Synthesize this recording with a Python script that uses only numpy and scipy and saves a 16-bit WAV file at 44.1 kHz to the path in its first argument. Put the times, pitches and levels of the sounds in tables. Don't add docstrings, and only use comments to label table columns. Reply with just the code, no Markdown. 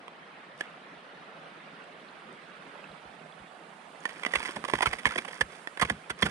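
import sys
import numpy as np
from scipy import signal
from scipy.fft import rfft, irfft
from scipy.io import wavfile
from scipy.ndimage import uniform_filter1d

SR = 44100
rng = np.random.default_rng(int(sys.argv[2]) if len(sys.argv) > 2 else 0)


def master(y):
    cut = np.clip(np.atleast_2d(y).T, -1, 1)
    pcm = np.round(cut * 32767)
    wavfile.write(sys.argv[1], SR, pcm.astype(np.int16))


N = 277830

# start_s, level_db, length_s, plate_ring_hz, deep_knock_db (against the crack)
CRUST_CRACKS = [(.081, -40, 0.00052, 1050, -49), (.608, -26.5, 0.0031, 1740, -9.5),
                (4.054, -24.5, 0.004, 1800, -15), (4.09, -38, 0.0065, 1930, -20),
                (4.234, -29, 0.0027, 2010, -26), (4.2502, -25.5, 0.0011, 2020, -32),
                (4.262, -22.5, 0.0054, 1870, -8.5), (4.3365, -21.5, 0.0024, 1860, -30),
                (4.3535, -18.5, 0.0066, 2060, -23.5), (4.403, -31, 0.0012, 980, -20),
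                (4.457, -29.5, 0.0022, 1970, -23), (4.491, -35, 0.0023, 1080, -4),
                (4.559, -31, .011, 970, -3.5), (4.6408, -30.5, 0.0013, 1140, -7.5),
                (4.648, -28.5, 0.0065, 1150, -12), (4.68, -31, 0.0077, 1080, -5.5),
                (4.6976, -30, 0.005, 1080, -15), (4.7362, -18.5, 0.0034, 1076, -4.5),
                (4.752, -29.5, 0.0068, 1780, -22), (4.7882, -30.5, 0.0025, 1010, -22),
                (4.8075, -23.5, 0.0023, 1000, -8.5), (4.821, -16.5, 0.013, 1090, -11),
                (4.8578, -19.5, 0.0041, 1354, -15), (4.863, -22.5, 0.011, 2140, -12),
                (4.93, -25.5, 0.008, 1870, -7.5), (4.984, -34, 0.014, 1960, -21),
                (5.0555, -15, 0.0016, 1760, -19.5), (5.058, -21.5, 0.015, 2090, -11),
                (5.108, -30.5, 0.0032, 1273, -21), (5.157, -30.5, 0.0052, 1790, -2.5),
                (5.1786, -22.5, 0.0092, 2140, -12), (5.2485, -33.5, 0.0058, 980, -13),
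                (5.279, -34.5, 0.01, 1960, -6.5), (5.4084, -16, 0.0083, 1716, -13),
                (5.673, -29.5, 0.0021, 1830, -14), (5.7735, -34.5, 0.0032, 1800, -11),
                (5.7965, -26.5, 0.0066, 1700, -14), (5.812, -15, 0.016, 1140, -10.5),
                (5.85, -29.5, .0036, 2160, -12), (5.8965, -20.5, 0.0078, 1700, -8.5),
                (6.097, -25, .012, 1450, -12), (6.2223, -15, 0.0083, 3240, -12),
                (6.255, -23, 0.014, 1443, -7.5)]
# frequency_hz, density_db
CRUST_TONE = [(100, -34.5), (250, -16.5), (480, -1.5), (780, -5), (1050, 5.5), (1350, 1), (1600, 4.5),
              (2000, 5.5), (2800, -4), (3300, 0.5), (4000, -14.5), (6000, -19), (10000, -27.5),
              (12000, -48.5)]
# frequency_hz, density_db
GRIT_TONE = [(2500, -19), (4000, -8), (4900, 9.5), (7200, -1), (9200, 7), (10200, -1), (11600, -20),
             (14500, -15), (16000, -40.5)]
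# frequency_hz, density_db
DEEP_TONE = [(100, -23), (300, -7), (480, -1.5), (700, -0.5), (1100, -30.5), (4000, -60)]


def crunch(crumble_grit_db=-11, crumble_deep_db=-11):
    clicks = body, grit, deep = impulse(CRUST_TONE), impulse(GRIT_TONE), impulse(DEEP_TONE)
    coarse = fractures(N, 800, 4.3)
    fine = fractures(N, 1700, 7.6)
    loose = evened(through(coarse, body))
    loose += amp(crumble_deep_db) * evened(through(coarse, deep))
    loose += amp(crumble_grit_db) * evened(through(coarse + fine, grit))
    crumbling = scatter(pressure() * loose)
    cracking = np.zeros((2, N))
    for start_s, *shape in list(CRUST_CRACKS) + chips():
        for port, sound in zip(cracking, scatter(crack(*shape, clicks))):
            add(port, start_s, sound)
    return cracking + crumbling


GRIT_DB, GRIT_DB_PER_DOUBLING, GRIT_DB_PER_LEVEL_DB = -16.5, 2.2, -0.1738
USUAL_CRACK_DB, USUAL_CRACK_S = -25, .004


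def crack(level_db, length_s, plate_hz, deep_db, clicks, snap=5, brittle_s=0.0058, onset_db=-11,
          ring_db=-3, ring_t60_s=0.018, settle_db=-20, settle_s=0.01):
    body, grit, deep = clicks
    t = np.arange(3000) / SR
    length_s = np.clip(length_s, .0005, .03)
    grit_db = GRIT_DB + GRIT_DB_PER_DOUBLING * np.log2(length_s / USUAL_CRACK_S)
    grit_db += GRIT_DB_PER_LEVEL_DB * (level_db - USUAL_CRACK_DB)

    run = 1 / np.sqrt(1 + (t / length_s) ** 10)
    run += amp(settle_db) * np.exp(-t / settle_s)
    drive = run * evened(fractures(len(t), 7000, 3.3))
    drive[:4] += snap * np.exp(-(length_s / brittle_s) ** 2) * np.array([.5, 1, 1, .5])
    held_back = np.tanh(length_s / brittle_s / 2) * np.maximum(1 - 2 * t / length_s, 0)
    push = drive * amp(onset_db * held_back)

    plate = amp(-60 * t / ring_t60_s) * np.cos(2 * np.pi * plate_hz * t) * np.tanh(t * plate_hz)
    ring = through(push, plate)
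    sound = evened(evened(through(push, body)) + amp(ring_db) * evened(ring))
    sound += amp(grit_db) * evened(through(drive, grit))
    sound += amp(deep_db) * evened(through(push, deep))
    return amp(level_db) * sound * np.sqrt(.01 / t[-1])


def fractures(count, per_s, spread_db):
    size = amp(spread_db * np.minimum(rng.exponential(1, count), 4))
    return size * rng.choice([-1, 1], count) * (rng.random(count) < per_s / SR)


# start_s, length_s, crumbling_level_db
SOLE_PRESSES = [(0.564, 0.053, -50.5), (3.998, 0.4, -48.5), (4.298, 0.18, -38), (4.662, 0.27, -41.5),
                (5.027, .15, -40), (5.276, 0.088, -45.5), (5.486, 0.053, -49), (5.801, .1, -45),
                (6.174, 0.22, -40)]
PRESS_ATTACK_S, RELEASE_DB_PER_S = 0.036, 143


def pressure():
    t = np.arange(N) / SR
    total = np.zeros(N)
    for start_s, length_s, level_db in SOLE_PRESSES:
        build_up = np.clip((t - start_s) / PRESS_ATTACK_S, 0, 1)
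        release_db = -RELEASE_DB_PER_S * np.maximum(t - start_s - length_s, 0)
        total += amp(level_db + release_db) * build_up
    return total


CHIPS_PER_S, CHIP_DB, CHIP_SPREAD_DB = 22, 1, 4
CHIP_S, CHIP_LOW_HZ, CHIP_HIGH_HZ, CHIP_DEEP_DB = 0.0024, 1050, 2390, -11.5


def chips():
    rows = []
    for (start_s, length_s, level_db), draws in zip(SOLE_PRESSES, rng.random((len(SOLE_PRESSES), 16, 3))):
        for k, (when, strength, pitch) in enumerate(draws):
            delay_s = PRESS_ATTACK_S + (k + when) / CHIPS_PER_S
            if delay_s < length_s:
                chip_db = level_db + CHIP_DB + CHIP_SPREAD_DB * (2 * strength - 1)
                plate_hz = CHIP_LOW_HZ * (CHIP_HIGH_HZ / CHIP_LOW_HZ) ** pitch
                rows.append((start_s + delay_s, chip_db, CHIP_S, plate_hz, CHIP_DEEP_DB))
    return rows


# start_s, peak_db, middle_pitch_hz
WEIGHT_DROPS = [(2.886, -53, 125), (3.043, -52, 115), (3.391, -47, 140), (4.355, -43, 85),
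                (4.559, -32, 270), (4.734, -34, 130), (4.859, -30, 91), (4.932, -51, 120),
                (5.053, -29, 150), (5.155, -37, 242), (5.408, -35, 93), (5.816, -23.5, 147.5),
                (5.9, -30, 170), (6.096, -41.5, 142), (6.221, -20, 160), (6.245, -30.5, 125)]
# pitch_hz, relative_level_db, t60_s
SLAB_MODES = [(65.5, 17.5, 0.081), (104, -5.5, 0.14), (166.7, -6, 0.27), (219, 7, 0.14)]
THUD_LAG_S = .017


def thuds(octaves=0.91, shudder=0.66, shudder_s=0.024, slab=0.56, size=12000):
    out = np.zeros(N)
    hz = np.fft.rfftfreq(size, 1 / SR) + 1
    t = np.arange(size) / SR
    modes = sum(amp(db - 60 * t / t60_s) * np.sin(2 * np.pi * mode_hz * t)
                for mode_hz, db, t60_s in SLAB_MODES)
    dispersion = np.exp(-4j * np.pi * THUD_LAG_S * np.sqrt(100 * hz))
    for start_s, peak_db, middle_hz in WEIGHT_DROPS:
        colour = np.exp(-.5 * (np.log2(hz / middle_hz) / octaves) ** 2)
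        glide = irfft(colour * dispersion) * (1 - t / t[-1])
        settling = through(rng.standard_normal(size) * np.exp(-t / shudder_s), glide)
        boom = None
        wave = evened(glide)
        boom = evened(through(wave, modes))
        wave = wave + shudder * evened(settling) + slab * evened(through(glide, modes))
        add(out, start_s, amp(peak_db) * wave / abs(wave).max())
    return out


def scatter(x, left_wet_db=-4, right_wet_db=-13, t60_s=0.046, size=2500):
    taps = rng.standard_normal((2, size)) * amp(-60 * np.arange(size) / SR / t60_s)
    taps /= np.linalg.norm(taps, axis=1, keepdims=True)
    wet_db = (left_wet_db, right_wet_db)
    return np.array([x + amp(db) * through(x, row) for db, row in zip(wet_db, taps)])


# frequency_hz, gain_db
STEP_PORT_SHADOW = [(200, 0), (400, -4), (560, 0), (800, -14), (1100, -21.5), (1400, -6), (2000, -14.5),
                    (2700, -3.5), (3300, -14.5), (4600, 1.5), (6000, -14.5), (9000, -32.5), (13000, -23.5)]
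PORT_LAG_S = .000143


def ports(pair):
    left = pair[0] * signal.windows.tukey(N, .003)
    return np.array([coloured(left, STEP_PORT_SHADOW, PORT_LAG_S), pair[1]])


# frequency_hz, density_db
RUSH_TONE = [(30, -28), (98, -23.5), (120, -20.5), (155, -1.5), (320, -5), (520, -2), (720, 1.5),
             (1030, -2), (1260, -0.5), (2100, -5), (3450, -13.5), (4100, -19.5), (6000, -32), (11000, -89)]
# frequency_hz, density_db
SPRAY_TONE = [(3000, -26), (4800, -3), (7000, 4), (9400, 10), (10400, 1.5), (11600, -16), (14300, -14),
              (16000, -45)]
# time_s, rush_db, spray_db, left_port_turned_away (times the shadow),
# ice_gap_hollow_db
RIVER_FLOW = [(0, -49, -74.5, 0.47, -3), (1.4, -46.5, -72.5, 0.78, -3.5), (2.2, -46.5, -70.5, 1.2, -3.5),
              (2.8, -45.3, -68, 1.5, -2.5), (3.3, -48, -68, 1.84, 2), (3.8, -48.5, -66, 1.9, 3.5),
              (4.5, -45, -58.5, 1.9, -2.5), (5.6, -47.5, -60.5, 1.7, -1.5), (6.3, -47.5, -66, 1.3, -1.5)]
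# frequency_hz, gain_db
RIVER_PORT_SHADOW = [(160, 0), (420, -0.5), (750, -5.5), (1400, -4), (2100, -6.5), (3400, -1.5),
                     (4700, -0.5), (6300, -6), (9500, -15)]
# frequency_hz, likeness (0 to 1)
RIVER_LIKENESS = [(60, 0.32), (150, 0.91), (300, 0.9), (640, 0.65), (1300, 0), (3100, 0.48), (6000, 0)]
HOLLOW_HZ, HOLLOW_HALF_WIDTH_HZ = 844, 150


def river(patchy_db=2.0, swell_db=-0.13, splash_db=1.2, size=1024):
    hop = 256
    frames, hz = N // hop + 5, np.fft.rfftfreq(size, 1 / SR)
    time_s, _, _, *pose = np.transpose(RIVER_FLOW)
    turned, hollow_db = (np.interp(np.arange(frames) * hop / SR, time_s, column)[:, None]
                         for column in pose)
    a, b, c, d, patches, splashes = rng.standard_normal((6, frames, len(hz)))
    patches = evened(uniform_filter1d(uniform_filter1d(patches, size=4, axis=0), size=5, axis=1))
    splashes = evened(uniform_filter1d(splashes, size=30, axis=1))
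    swell = evened(uniform_filter1d(rng.standard_normal(frames), size=24))[:, None]

    likeness = np.clip(read(RIVER_LIKENESS, hz), -1, 1)
    right = a + 1j * b
    left = likeness * right + np.sqrt(1 - likeness ** 2) * (c + 1j * d)
    spectra = np.array([left, right])
    spectra *= amp(patchy_db * patches + splash_db * splashes + swell_db * swell)
    spectra *= amp(hollow_db / (1 + ((hz - HOLLOW_HZ) / HOLLOW_HALF_WIDTH_HZ) ** 2))
    spectra[0] *= amp(turned * read(RIVER_PORT_SHADOW, hz))
    water = signal.istft(spectra.swapaxes(1, 2), nperseg=size, noverlap=size - hop)[1][:, :N]

    rush, spray = coloured(water, RUSH_TONE), coloured(water, SPRAY_TONE)
    rush = rush / rush[1].std() * follow(RIVER_FLOW, axis=1)
    spray = spray / spray[1].std() * follow(RIVER_FLOW, axis=2)
    return rush + spray


# start_s, level_db, pitch_hz
CLEAR_PLINKS = [(.636, -51, 7500), (.675, -39, 2580), (1.842, -48, 7700), (2.089, -43.5, 4100),
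                (2.328, -44, 8240), (2.842, -33, 2580), (2.916, -44, 3840), (3.324, -40, 3300),
                (4.005, -40, 6600)]


def bubbles(level_db=-56, spread_db=2.5, db_per_octave=-5, count=600):
    out = np.zeros((2, N))
    for when, small, size, side in rng.random((count, 4)):
        hz = 600 * 7 ** small
        db = level_db + db_per_octave * np.log2(hz / 1000) - spread_db * np.log(max(size, .02))
        ring = bubble(db, hz, cycles=5.0)
        start_s = when * N / SR
        add(out[1], start_s, ring)
        add(out[0], start_s + PORT_LAG_S * 2 * side, ring * amp(read(RIVER_PORT_SHADOW, hz)))
    for start_s, db, hz in CLEAR_PLINKS:
        ring = bubble(db, hz, cycles=5.8)
        add(out[1], start_s, ring)
        add(out[0], start_s, ring * amp(read(RIVER_PORT_SHADOW, hz)))
    return out


def bubble(level_db, hz, cycles, rise=0.022):
    t = np.arange(2500) / SR
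    age = t * hz / cycles
    tone = np.sin(2 * np.pi * hz * t * (1 + rise * np.tanh(age)))
    return amp(level_db) * tone * np.exp(-age) * (1 - np.exp(-10 * age))


def amp(db):
    return 10 ** (np.asarray(db) / 20)


def evened(x):
    return x / np.sqrt(np.mean(x ** 2) + 1e-20)


def read(points, hz):
    f, value = np.transpose(points)
    return np.interp(np.log(hz + 1), np.log(f + 1), value)


def follow(rows, axis):
    rows = np.asarray(rows)
    return amp(np.interp(np.arange(N) / SR, rows[:, 0], rows[:, axis]))


def add(mix, start_s, sound):
    part = mix[max(round(start_s * SR), 0):][:len(sound)]
    part += sound[:len(part)]


def impulse(points, size=2048):
    log_gain = np.log(amp(read(points, abs(np.fft.fftfreq(size, 1 / SR)))))
    return np.fft.ifft(np.exp(np.conj(signal.hilbert(log_gain)))).real[:size // 2]


def through(x, taps):
    return signal.fftconvolve(x, taps)[:len(x)]


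def coloured(x, points, lag_s=0):
    hz = np.fft.rfftfreq(N, 1 / SR)
    return irfft(rfft(x) * amp(read(points, hz)) * np.exp(-2j * np.pi * hz * lag_s), N)


def scene():
    return river() + bubbles() + ports(thuds() + crunch())


def record(dry, ceiling=0.97, edge_hz=15600):
    rounded = ceiling * np.tanh(dry / ceiling)
    lowpass = signal.firwin(511, edge_hz, window=("kaiser", 9), fs=SR)
    return signal.oaconvolve(rounded, lowpass[None], "same")


dry = scene()
out = record(dry)
master(out)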